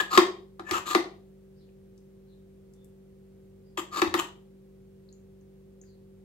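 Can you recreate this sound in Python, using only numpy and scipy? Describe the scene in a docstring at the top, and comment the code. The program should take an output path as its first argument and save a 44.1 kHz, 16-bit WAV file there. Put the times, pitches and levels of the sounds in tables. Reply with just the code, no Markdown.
"""In a small kitchen, a metal spoon scoops food twice from a foil tray resting on a steel bowl.
Slips of the spoon edge make each scrape chatter and squeal; knocks crackle the foil, ring the wall and boom
the tray floor, with soft bumps through the counter. Faint wet ticks, puffs of banded noise, follow each scoop.
Thin sliding whistles are heard mostly as echo; a hum of steady tones and a bed of noise run throughout."""
import sys
import numpy as np
from scipy import signal
from scipy.fft import rfft, irfft
from scipy.io import wavfile

SR = 44100
rng = np.random.default_rng(int(sys.argv[2]) if len(sys.argv) > 2 else 0)


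def transcribe(u):
    """Save the signal u as a 16-bit wav file named by the first command-line argument.

    u: samples, shape (n,) or (channels, n), limited to [-1, 1]; the rate is SR.
    q: integer samples, one column per channel.
    """
    v = np.clip(np.atleast_2d(u).T, -1, 1)
    q = np.round(v * 32767).astype(np.int16)
    wavfile.write(sys.argv[1], SR, q)


N = 275184


def amp(db):
    """Turns decibels into gain."""
    return 10 ** (np.asarray(db) / 20)


def unit(x):
    """Scales a sound to rms 1."""
    return x / np.sqrt(np.mean(x ** 2) + 1e-20)


def read(points, hz):
    """Joins table points by straight lines on a log-frequency axis."""
    point_hz, value = np.transpose(points)
    return np.interp(np.log(hz + 1), np.log(point_hz), value)


def add(mix, start_s, sound):
    """Mixes a sound in at a time, cut off at the end of the mix."""
    part = mix[max(round(start_s * SR), 0):][:len(sound)]
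    part += sound[:len(part)]


def colour(x, points, tilt_db=0):
    """Shapes x with a spectrum, tilted about 2 kHz and level below 1 kHz, at rms 1."""
    hz = np.fft.rfftfreq(len(x), 1 / SR)
    octaves = np.log2(np.maximum(hz, 1000) / 2000)
    gain = amp(read(points, hz) + tilt_db * octaves)
    return unit(irfft(rfft(x) * gain, len(x)))


def resonance(x, centre_hz, width):
    """Keeps what rings in one steep resonance of a given relative width, at rms 1."""
    hz = np.fft.rfftfreq(len(x), 1 / SR)
    response = 1 / (1 + 2j * (hz / centre_hz - 1) / width) ** 2
    return unit(irfft(rfft(x) * response, len(x)))


def drift(size, rate):
    """Joins random values, rate of them a second, by straight lines."""
    knots = rng.standard_normal(int(size / SR * rate) + 3)
    return np.interp(np.arange(size) * rate / SR, np.arange(len(knots)), knots)


def ring(modes, t, place_db=0, stretch=0):
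    """Sums dying modes; where the spoon lands changes their strength and bends their pitch a little."""
    total = np.zeros(len(t))
    for hz, db, t60 in modes:
        place, bend = rng.uniform(-1, 1, 2)
        decay = amp(db + place_db * place - 60 * t / t60)
        total += decay * np.sin(2 * np.pi * hz * (1 + stretch * bend) * t)
    return total


# spectrum of the room air, overall level set in air(): pitch_hz, relative_level_db (per Hz)
AIR_SPECTRUM = [(28, -32), (55, -5.5), (105, -0.5), (160, -4), (270, -11), (450, -9.5), (650, -19.5),
                (1000, -27), (2000, -30), (5000, -36), (15000, -37.5)]


def air(level_db=-62, shared_below_hz=700):
    """Low rumble mostly common to both ports, under a thin hiss of their own."""
    common, left, right = (rfft(colour(rng.standard_normal(N), AIR_SPECTRUM)) for _ in range(3))
    hz = np.fft.rfftfreq(N, 1 / SR)
    share = .93 / (1 + (hz / shared_below_hz) ** 2)  # common part of the power
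    return amp(level_db) * irfft(np.sqrt(share) * common + np.sqrt(1 - share) * np.array([left, right]), N)


# orders of the appliance motor: pitch_hz, level_db (before the left-right lean)
HUM_ORDERS = [(48.1, -65), (96.2, -69), (144.3, -66), (192.4, -57), (240.5, -76), (336.7, -77),
              (384.8, -58), (481, -76), (529.1, -71.5)]


def hum(wander_rad=.12, lean_db=-0.12, lag_s=0.00045):
    """Orders of a compressor motor, wandering in phase; they reach the right port a moment later."""
    t = np.arange(N) / SR - np.array([[0], [lag_s]])
    lines = np.zeros((2, N))
    for hz, db in HUM_ORDERS:
        phase = 2 * np.pi * (hz * t + rng.random()) + wander_rad * drift(N, 1.1)
        lines += amp(db) * unit(np.sin(phase))
    return lines * amp([[lean_db], [-lean_db]])


# faint falling whistles: start_s, start_pitch_hz, fall (share of the pitch), level_db (before the mix)
CHIRP_EVENTS = [(1.53, 5100, 0.33, -78), (2.24, 4300, .16, -78.5), (2.72, 3630, 0.037, -81),
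                (3.599, 4960, 0.066, -84), (5.81, 4920, 0.18, -77)]


def chirps(length_s=.15, waver=0.019, waver_per_fall=0.29):
    """Thin whistles that slide down and level off; the steeper the slide, the less steady."""
    out, size = np.zeros(N), int(length_s * SR)
    slide = np.sin(np.linspace(0, np.pi / 2, size)) ** 2
    for start_s, start_hz, fall, db in CHIRP_EVENTS:
        unsteady = 1 + (waver + waver_per_fall * fall) * drift(size, 810)
        hz = start_hz * (1 - fall * slide) * unsteady
        whistle = np.hanning(size) * np.sin(2 * np.pi * np.cumsum(hz) / SR)
        add(out, start_s, amp(db) * unit(whistle))
    return out


# wet ticks of food: start_s, level_db (before the onset-and-decay shape), centre_hz, width_octaves
TICK_EVENTS = [(1.69, -67.5, 2400, .3), (1.977, -65, 6066, 0.54), (2.736, -63, 6950, 0.62),
               (2.844, -58.5, 8960, .4), (5.088, -59.5, 4252, .13), (5.125, -57, 6700, 0.11),
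               (5.41, -73, 6200, .1), (5.814, -53, 6700, 0.12), (5.836, -64.5, 1800, 0.27)]


def ticks(rise_s=0.0017):
    """Small sticky snaps of food, each a quick puff of noise in one band."""
    out, t = np.zeros(N), np.arange(SR // 10) / SR
    hz = np.fft.rfftfreq(len(t), 1 / SR) + 1
    shape = t / rise_s * np.exp(1 - t / rise_s)
    for start_s, db, centre_hz, width in TICK_EVENTS:
        band = np.exp(-.5 * (np.log2(hz / centre_hz) / width) ** 2)
        puff = unit(irfft(rfft(rng.standard_normal(len(t))) * band, len(t)))
        add(out, start_s, amp(db) * puff * shape)
    return out


# soft bumps through the counter: start_s, level_db (peak at the source)
BUMP_EVENTS = [(.17, -42), (.707, -39.5), (.745, -53), (4.005, -44.5), (4.066, -38.5), (4.125, -43.5)]


def bumps(pitch_hz=88, length_s=.036):
    """The push of the spoon passes through the bowl into the counter as a short low swell."""
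    out, t = np.zeros(N), np.arange(int(length_s * SR)) / SR
    for start_s, db in BUMP_EVENTS:
        add(out, start_s, amp(db) * np.hanning(len(t)) * np.sin(2 * np.pi * pitch_hz * t))
    return out


# strokes of the spoon along the foil: start_s, end_s, final_pressure_db, swell_db, tilt_db_per_octave,
# squeal_hz, squeal_db (relative to pressure), rib_hz, rib_db (relative to the rasp)
SCRAPE_STROKES = [(0, 0.01, -30, -5.5, -1, 1710, 3.5, 3150, -4.5),
                  (0.1, 0.169, -28.5, 8.5, 0, 1242, 1.5, 4320, -7.5),
                  (.645, .706, -42, 20.5, -1.5, 1750, 0.5, 2420, -9.5),
                  (0.717, 0.784, -31, 3.5, -1, 1270, -1, 2880, -12.5),
                  (0.855, 0.935, -34.5, 2, .5, 1222, -3.5, 3900, -9.5),
                  (3.772, 3.8, -35, 1.5, 0.5, 3180, -13.5, 3100, -12),
                  (3.911, 3.999, -34.5, 13, -.5, 1229, -0.5, 4350, -13),
                  (4.162, 4.199, -28, 15, 0, 1076, -16.5, 2960, -7.5)]
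# spectrum of the foil under a sliding spoon: pitch_hz, relative_level_db (per Hz)
RASP_SPECTRUM = [(120, -24), (260, -13), (345, -1), (480, -13.5), (800, -9), (1230, 0.5), (1450, -8.5),
                 (3100, -13.5), (5500, -21), (7500, -13), (8600, -28), (13000, -25), (16000, -33)]


def scrapes(slips_per_s=1600, slip_spread_db=1.5, uneven_db=2.0, catches_per_s=160, bite=.3, waver=.045,
            squeal_flutter_db=4, release_s=0.0019, attack_share=.1, swell_curve=1.6, rib_width=0.32):
    """Tiny slips of the spoon edge shake the foil and the rib under it; where they lock to a mode it squeals."""
    out, t = np.zeros(N), np.arange(SR // 5) / SR
    for start_s, end_s, final_db, swell_db, tilt_db, squeal_hz, squeal_db, rib_hz, rib_db in SCRAPE_STROKES:
        length_s = max(end_s - start_s, release_s)
        # pressure builds, quickly at first, until the spoon slips free
        slack_db = -swell_db * np.maximum(1 - t / length_s, 0) ** swell_curve
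        catch = drift(len(t), catches_per_s)  # the edge catches and lets go on the creases
        sizes = amp(slip_spread_db * np.minimum(rng.exponential(1, len(t)), 4))
        signs = rng.choice([-1, 1], len(t))
        happens = rng.random(len(t)) < slips_per_s / SR
        slips = sizes * signs * happens * amp(uneven_db * catch)
        # the rasp grows faster with pressure than the squeal does
        foil = colour(slips, RASP_SPECTRUM, tilt_db)
        rib = amp(rib_db) * resonance(slips, rib_hz, rib_width)
        rasp = (foil + rib) * amp(bite * slack_db)
        turns = np.cumsum(squeal_hz * (1 + waver * drift(len(t), 400))) / SR
        squeal = unit(np.sin(2 * np.pi * turns) * amp(squeal_flutter_db * catch))
        attack = 1 - np.exp(-t / (attack_share * length_s))
        release = np.exp(-np.maximum(t - length_s, 0) / release_s)
        pressure = attack * release * amp(final_db + slack_db)
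        add(out, start_s, pressure * (rasp + amp(squeal_db) * squeal))
    return out


# spoon knocks on the tray: start_s, level_db, floor_boom_db, foil_crackle_db (added to crackle_db below),
# crackle_tilt_db_per_octave
KNOCK_EVENTS = [(.009, -29, -6.5, 4, 0), (0.1755, -7.5, 0, 0.5, -1), (.596, -42, 5.5, 7.5, -5),
                (.7109, -26, 0.5, 6, 0), (0.9491, -14, -0.5, 1, -2), (3.776, -32.5, 3.5, 6.5, -4.5),
                (3.971, -25, -15.5, -7.5, 2), (4.0181, -15, -1, 2, -3.5), (4.075, -34.5, 2.5, 1, -2.5),
                (4.1413, -17.5, -3, -0.5, -4)]
# tray floor modes that outlast the boom: pitch_hz, level_db (for the hardest knock), t60_s
FLOOR_MODES = [(208, -13.5, 0.12), (258, -17, .06), (348, -26.5, 0.44), (340.8, -31.5, 0.23)]
# tray wall and spoon modes: pitch_hz, level_db (both varied a little at each bounce), t60_s
WALL_MODES = [(438.84, -26, .1), (543, -26.5, 0.13), (930, -21, .032), (980, -26, .06), (1147, -23, 0.1),
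              (1128, -6, 0.049), (1253.5, -7, .036), (1809, -24.5, 0.13), (1980, -26.5, 0.065),
              (3180, -24.5, 0.033), (3684, -16, 0.056)]
# spectrum of the dense modes of crumpled foil: pitch_hz, relative_level_db (per Hz)
FOIL_SPECTRUM = [(50, -46), (150, -25.5), (400, -3.5), (700, -4), (1200, 4.5), (1500, -7), (1900, 4),
                 (2500, -4.5), (3200, -7), (4500, -5.5), (5400, -11), (7500, -12.5), (8600, -19),
                 (15000, -24.5)]


def knocks(snap=1.0, snap_s=0.0009, buckle_s=0.0057, crackle_db=-7.0, shiver_db=-10, shiver_t60=0.11,
           boom_hz=368, boom_sag=.07, light_sag=.22, flex_s=0.027, light_flex_s=0.026, flex_range_db=4.5,
           ring_growth=.6, bounce_s=0.0044, bounce_db=-4.0):
    """The foil snaps, buckles in a short crackle and shivers on while the wall rings and the floor booms."""
    out, t = np.zeros(N), np.arange(SR // 2) / SR
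    # the narrow wall radiates no bass, the rest of the thin sheet little
    wall_cut = signal.butter(3, 400, "highpass", fs=SR, output="sos")
    sheet_cut = signal.butter(2, 170, "highpass", fs=SR, output="sos")
    shiver = amp(shiver_db - 60 * t / shiver_t60)
    crackle_shape = snap * np.exp(-t / snap_s) + np.exp(-(t / buckle_s) ** 4) + shiver
    hardest_db = max(row[1] for row in KNOCK_EVENTS)
    for start_s, db, boom_db, foil_db, tilt_db in KNOCK_EVENTS:
        # the floor swings up as the spoon flexes it, then the food drags its pitch down and chokes it;
        # a hard knock flexes it longer, holds its pitch and leaves it ringing
        force = np.clip(1.5 + (db - hardest_db) / flex_range_db, 0, 1)
        flex = np.minimum(t / (light_flex_s + force * (flex_s - light_flex_s)), 1)
        sag = light_sag + force * (boom_sag - light_sag)
        boom_turns = np.cumsum(boom_hz * (1 - sag * flex ** 2)) / SR
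        boom = np.sin(np.pi * flex) * np.sin(2 * np.pi * boom_turns)
        floor = boom + amp(ring_growth * (db - hardest_db)) * ring(FLOOR_MODES, t)
        # the spoon bounces on the wall, more weakly each time
        wall = np.zeros(len(t))
        for k, late in enumerate(rng.uniform(.7, 1.2, size=3)):
            add(wall, k * late * bounce_s, amp(k * bounce_db) * ring(WALL_MODES, t, place_db=2.0, stretch=0.064))
        crackle = colour(rng.standard_normal(len(t)), FOIL_SPECTRUM, tilt_db) * crackle_shape
        sheet = amp(boom_db) * floor + amp(crackle_db + foil_db) * crackle
        knock = signal.sosfilt(wall_cut, wall) + signal.sosfilt(sheet_cut, sheet)
        add(out, start_s, amp(db) * knock)
    return out


# phase between the two microphone ports: pitch_hz, left_lead_rad
PORT_PHASE_CURVE = [(100, 1.7), (250, 0), (950, 1.95), (1090, 0.5), (1290, 1.7), (1700, 4), (2600, 0.64),
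                    (3400, 1.5), (4700, 0.95), (5400, 2), (6800, 1), (8500, -3), (11500, -1), (15000, -3)]
# level between the two microphone ports: pitch_hz, left_minus_right_db
PORT_BALANCE_CURVE = [(200, 1.5), (460, -2.5), (680, 7.5), (1020, 3.5), (1210, 7), (1400, -2.5), (1700, 14),
                      (2000, 3), (2900, 6), (8500, 6), (13000, 10.5)]


def ports(x):
    """Direct sound reaches the two ports with different phase and level, split evenly between them."""
    hz = np.fft.rfftfreq(2 * N, 1 / SR)
    half = amp(read(PORT_BALANCE_CURVE, hz) / 2) * np.exp(.5j * read(PORT_PHASE_CURVE, hz))
    return irfft(rfft(x, 2 * N) * np.array([half, 1 / half]), 2 * N)[:, :N]


# how long the kitchen echoes: pitch_hz, t60_s
ROOM_DECAY = [(200, 0.28), (400, .5), (1400, 0.2967), (3700, 0.36), (7500, 0.2953), (13000, 0.22)]
# how loud it echoes, before the early treble lift and left-right lean: pitch_hz, echo_level_db
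ROOM_LEVEL = [(200, -4), (350, -10.5), (700, -1), (1200, -6), (3000, -4.5), (12000, -3.5)]


def kitchen(x, first_s=.005, taps_per_s=4000, shared_below_hz=600, early=0.55, early_s=0.0094):
    """Echoes from counter and walls, each band dying at its own speed; the bass is alike in both ports."""
    signs = rng.choice([-1., 1.], (2, SR))
    taps = signs * (rng.random((2, SR)) < taps_per_s / SR) / np.sqrt(taps_per_s)
    hz, t, bands = signal.stft(taps, SR, nperseg=256)
    same = 1 / (1 + (hz / shared_below_hz) ** 4)[:, None]
    bands = np.array([bands[0], same * bands[0] + np.sqrt(1 - same ** 2) * bands[1]])
    t60 = read(ROOM_DECAY, hz)[:, None]
    even_energy = np.sqrt(2 * np.log(1000) / t60)  # keeps the echo level independent of its length
    decay = amp(read(ROOM_LEVEL, hz)[:, None] - 60 * t / t60) * even_energy
    # bowl and counter throw the treble back first
    nearby = 1 + early * (1 - same) * np.exp(-t / early_s)
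    tail = signal.istft(bands * decay * nearby, SR, nperseg=256)[1]
    tail = np.pad(tail, ((0, 0), (int(first_s * SR), 0)))
    return signal.fftconvolve(x[None], tail, axes=1)[:, :N]


def scene(echo_lean_db=1, chirp_echo_db=3):
    """Tray and food close by, chirps mostly as echo, hum and air behind."""
    far = chirps()
    near = ticks() + bumps() + scrapes() + knocks()
    echo = kitchen(near + amp(chirp_echo_db) * far) * amp([[echo_lean_db], [-echo_lean_db]])
    return air() + hum() + echo + ports(near + .5 * far)


def record(dry, ceiling=.95, edge_hz=15850):
    """The input rounds off the hardest peaks; then a low-pass limits the band."""
    rounded = dry / (1 + (dry / ceiling) ** 8) ** (1 / 8)
    lowpass = signal.firwin(511, edge_hz, window=("kaiser", 9), fs=SR)
    return signal.oaconvolve(rounded, lowpass[None], "same")


dry = scene()
out = record(dry)
transcribe(out)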